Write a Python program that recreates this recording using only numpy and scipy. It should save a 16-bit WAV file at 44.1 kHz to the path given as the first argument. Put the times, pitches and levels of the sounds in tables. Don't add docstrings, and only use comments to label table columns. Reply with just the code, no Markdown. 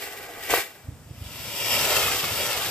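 import sys
import numpy as np
from scipy import signal
from scipy.fft import rfft, irfft
from scipy.io import wavfile
from scipy.ndimage import uniform_filter1d, map_coordinates

SR = 44100
rng = np.random.default_rng(int(sys.argv[2]) if len(sys.argv) > 2 else 0)


def invert_db(level):
    return 10 ** (np.asarray(level, dtype=float) / 20)


def dump_mix(stems):
    frames = np.atleast_2d(stems).T
    limited = np.clip(frames, -1, 1)
    pcm = np.round(limited * 32767).astype(np.int16)
    wavfile.write(sys.argv[1], SR, pcm)


N = 119070
T = np.arange(N) / SR
HZ = np.arange(N // 2 + 1) * SR / N + 1

# (time [s], level [dB], nozzle ring [0-1], low roar share [dB],
# first jet over second [dB], casing ring [0-1])
THRUST = [(1.0, -63.5, 0.7, -2, 7, 0), (1.3, -42, 0.1, -12.5, 3.5, 0.02), (1.55, -32.5, 0.36, -14, -3, 0),
          (1.73, -22.5, 0.54, -15.5, -3.5, 0.1), (1.8, -23.5, 0.27, -10.5, 0, 0),
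          (1.87, -24, 0.03, -6.5, 0.5, 0.02), (1.96, -22.5, 0, -6.5, -1.5, 0.28),
          (2.07, -24.5, 0.03, -9, -4.5, 0.1), (2.2, -27.5, 0.15, -9, -6.5, 0),
          (2.33, -29, 0.01, -8.5, 1, 0.05), (2.43, -27, 0.17, -7, 6, 0), (2.56, -28, 0, -9, 2, 0.04),
          (2.7, -29, 0, -7.5, -3.5, 0)]
# (time [s], angle from upright [rad])
WHEEL_ANGLE = [
    (1.7, 0),
    (1.9, .5),
    (2.05, 1.0),
    (2.2, 1.65),
    (2.43, 3.14),
    (2.7, 5.3),
]
# (frequency [Hz], level [dB])
JET_HISS = [(200, -14), (600, -9), (1330, -1), (1600, -5.5), (2750, 0.5), (5200, -4), (9500, -11),
            (14000, -11)]
# (frequency [Hz], level [dB])
NOZZLE_TONE = [(1500, 1), (2800, -5.5), (4000, -1), (5200, 1.5), (7800, -6), (11000, -16)]
# (frequency [Hz], level [dB])
ROAR = [(150, -5.5), (350, -3.5), (600, 6.5), (1000, -4), (2200, -4.5), (5000, -62)]
# (time [s], level [dB], low roar share [dB])
FUSE = [
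    (0, -46.5, -5),
    (.018, -31.5, -6),
    (.07, -36.5, -3.5),
    (.25, -40.5, 0),
    (.36, -43, 4.5),
    (.42, -36, -4),
    (.49, -30.5, -8),
]
# (time [s], level [dB], low roar share [dB])
FLARE = [
    (.498, -27, -3),
    (.515, -20.5, -4),
    (.536, -19.5, -6),
    (.548, -21.5, -12.5),
    (.58, -22, -2),
    (.605, -26, -18),
    (.68, -44.5, -3),
    (.86, -56.5, 0),
    (1.1, -75, 0),
]
# (frequency [Hz], level [dB])
FUSE_HISS = [(150, -18), (250, -23), (430, -3.5), (1050, -13), (1900, 1), (3900, -7.5), (9600, -13.5),
             (14000, -13)]
# (time [s], peak level [dB], width [ms])
POPS = [
    (.4985, -15, .3),
    (.5389, 0, .28),
    (.5415, -8.5, .25),
    (.5431, -9, .4),
    (.5485, -18, .15),
    (.5765, -17, .35),
    (.582, -18, .2),
]
# (frequency [Hz], level [dB])
NIGHT = [(30, -27), (100, -7.5), (600, -7), (1300, -12.5), (3000, -18.5), (8000, -20), (14000, -30)]
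# (frequency [Hz], level [dB])
LEFT_LEAN = [(60, -2), (110, -7), (200, 2.5), (380, -1), (700, 1), (1290, -1.5), (2380, -2.0), (4400, 0.5),
             (8120, 7), (15000, 6)]
# (frequency [Hz], phase [rad])
LEFT_AHEAD = [(100, .1), (1400, .3), (3800, 1.4), (5100, .5), (6500, 1.7), (7300, .4), (11000, 1.9),
              (13300, .4)]
# (frequency [Hz], level [dB])
UNLIKE = [(60, -13), (400, -12), (1400, -8.5), (3000, -6.5), (4400, -2), (7800, -5), (10500, -2),
          (13500, -5.5)]
# (time [s], level [dB])
GUST = [(0, -66), (.44, -61), (.56, -55), (.68, -70), (.8, -63), (.9, -43), (1.04, -52), (1.3, -45),
        (1.45, -46), (1.6, -48.5), (1.8, -40), (1.93, -53), (2.05, -42), (2.2, -47), (2.33, -40.5),
        (2.5, -49.5), (2.7, -45)]
# (frequency [Hz], level [dB])
WIND = [(12, -47), (20, -44), (65, -3.5), (114, -1.5), (296, -14.5), (367, -33), (500, -21), (650, -67),
        (1100, -120)]
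# (time [s], peak level [dB], frequency [Hz], sign)
BUFFETS = [(0.851, -40, 79.5, 1), (0.89, -26, 92, 1), (0.929, -33.5, 89, -1), (1.065, -40, 82, -1),
           (1.113, -27.5, 107, -1), (1.182, -40, 100, 1), (1.222, -26, 88, 1), (1.265, -30.5, 84.5, 1),
           (1.829, -33, 120, 1), (2.24, -32, 146, 1)]
# (frequency [Hz], width [Hz], level [dB])
BODY = [(4164, 400, -3.5), (6840, 1540, -2.5), (7610, 810, 3.5), (9850, 1300, -1.5), (13930, 3600, 6)]


def shape(points):
    p = np.array(points, float)
    return np.interp(np.log(HZ), np.log(p[:, 0]), p[:, 1])


def unit(x):
    return x / np.sqrt(np.mean(x ** 2))


def colour(x, points):
    return irfft(rfft(x) * invert_db(shape(points)), N)


def curve(table, col=1):
    p = np.array(table, float)
    return np.interp(T, p[:, 0], p[:, col])


def walk(rate):
    hold = int(SR / rate)
    steps = np.repeat(rng.standard_normal(N // 50), hold)[:N]
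    quick = uniform_filter1d(uniform_filter1d(steps, hold), hold)
    return unit(quick - uniform_filter1d(quick, 5 * hold))


def late(x, ms):
    return np.array([map_coordinates(c, [(T - ms / 1000) * SR], order=3, mode="mirror") for c in x])


def jets():
    hub_echo_ms, rim_echo_ms, rim_depth_ms, casing_ms = 2.53, 0.42, 0.3, 1.55
    ring = np.clip(curve(THRUST, col=2), 0, 0.95)
    casing = np.clip(curve(THRUST, col=5), 0, 0.95)
    first = 1 / (1 + invert_db(-2 * curve(THRUST, col=4)))
    out = 0
    for offset, share in ((0, first), (np.pi, 1 - first)):
        angle = curve(WHEEL_ANGLE) + offset
        gas = burn(JET_HISS, curve(THRUST, col=3), sputter_db=1.14, patch_db=1.0, spark_db=1.4)
        gas = gas + ring * nozzle(gas) + casing * late(gas, casing_ms)
        gas = gas / np.sqrt(1 + ring ** 2 + casing ** 2)
        gas = late(gas * np.sqrt(share), rim_depth_ms * np.sin(angle))
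        out = out + grounded(gas, hub_echo_ms + rim_echo_ms * np.cos(angle))
    build_up = np.clip((T - 0.8) / 0.44, 0, 1)
    return out * invert_db(curve(THRUST) - 1.5) * build_up


def nozzle(gas):
    delay_ms, phase_rad = 0.39, 0.56
    turn = np.exp(1j * (phase_rad - 2 * np.pi * HZ * delay_ms / 1000))
    return irfft(rfft(gas) * turn * invert_db(shape(NOZZLE_TONE)), N)


def burn(hiss_points, roar_db, sputter_db, patch_db, spark_db):
    sparks_per_s, spark_level_db = 340, -13.5
    gas = rng.standard_normal((2, N)) * invert_db(sputter_db * walk(70) + spark_db * walk(500))
    chance = rng.random((2, N))
    spark_size = invert_db(spark_level_db + 20 - 2.5 * np.log(chance[1] + 0.05))
    sparks = (chance[0] < sparks_per_s / SR) * spark_size
    spectrum = rfft(colour(gas + sparks * np.sign(gas), hiss_points))
    hiss = 0
    for hz in 100 * 2 ** np.arange(0, 7.6, 0.5):
        band = np.cos(np.pi * np.clip(np.log2(HZ / hz), -0.5, 0.5)) ** 2
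        hiss = hiss + irfft(spectrum * band, N) * invert_db(patch_db * walk(24.88))
    roar = colour(rng.standard_normal((2, N)), ROAR) * invert_db(2.0 * walk(60))
    return unit(hiss) + invert_db(roar_db) * unit(roar)


def grounded(x, ms):
    soft = signal.sosfilt(signal.butter(1, 5000, fs=SR, output="sos"), x)
    return x + invert_db(-4.5) * late(soft, ms)


def fuse():
    burning = FUSE + FLARE
    gas = burn(FUSE_HISS, curve(burning, col=2), sputter_db=1.33, patch_db=0.5, spark_db=1.2)
    return grounded(gas * invert_db(curve(burning) - 4.0) * (T < 1.3), 2.53)


def pops():
    out = 0
    for s, db, ms in POPS:
        u = (T - s) / ms * 1000
        push = 0.65 * np.exp(-(2.2 * (u + 1)) ** 2)
        pull = np.exp(-(1.5 * (u - 1)) ** 2)
        out = out + invert_db(db) * (push - pull)
    return colour(out, [(80, -40), (350, -7.5), (400, -2.5)]) * np.array([[1], [0.1]])


def far_echoes(wheel):
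    tail_db, tail_t60_s = -10, 0.23
    tail = unit(rng.standard_normal((2, N))) * invert_db(-60 * T / tail_t60_s) * (T > 0.01)
    tail = tail / np.sqrt(np.sum(tail[0] ** 2))
    return invert_db(tail_db) * irfft(rfft(wheel) * rfft(tail), N)


def night():
    return invert_db(-54.5) * unit(colour(rng.standard_normal((2, N)), NIGHT))


def wind():
    left_db, apart, cycles, snap = -1, 0.26, 0.65, 0.21
    rough = rng.standard_normal((2, N)) * invert_db(1.3 * walk(39.85))
    rumble = unit(colour(rough, WIND)) * invert_db(curve(GUST))
    mid, side = rumble[0], apart * rumble[1]
    for s, db, hz, sign in BUFFETS:
        u = (T - s) * hz
        thump = np.cos(2 * np.pi * u + 0.7)
        edge = snap * np.exp(-(2.0 * u) ** 2) * np.cos(2 * np.pi * 2.9 * u + 0.96)
        mid = mid + np.sign(sign) * invert_db(db) * np.exp(-(u / cycles) ** 2) * (thump + edge)
    return np.array([mid + side, mid - side]) * invert_db(np.array([[left_db], [-left_db]]) / 2)


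def scene():
    wheel = fuse() + jets() + pops()
    air = wheel + far_echoes(wheel) + night()
    common = rfft(air[0])
    unlike = rfft(air[1]) * invert_db(shape(UNLIKE))
    lean = invert_db(shape(LEFT_LEAN) / 2) * np.exp(0.5j * shape(LEFT_AHEAD))
    ports = np.array([(common + unlike) * lean, (common - unlike) / lean])
    return irfft(ports, N) + wind()


def roll_off(x):
    return signal.sosfilt(signal.butter(12, 15760, fs=SR, output="sos"), x)


def record(dry):
    low_hz, top_hz = 47, 14530
    body_db = sum(db / (1 + ((HZ - hz) / width * 2) ** 2) for hz, width, db in BODY)
    microphone = (HZ < top_hz) / np.sqrt(1 + (low_hz / HZ) ** 4)
    return roll_off(irfft(rfft(dry) * invert_db(body_db) * microphone, N))


dry = scene()
out = record(dry)
dump_mix(out)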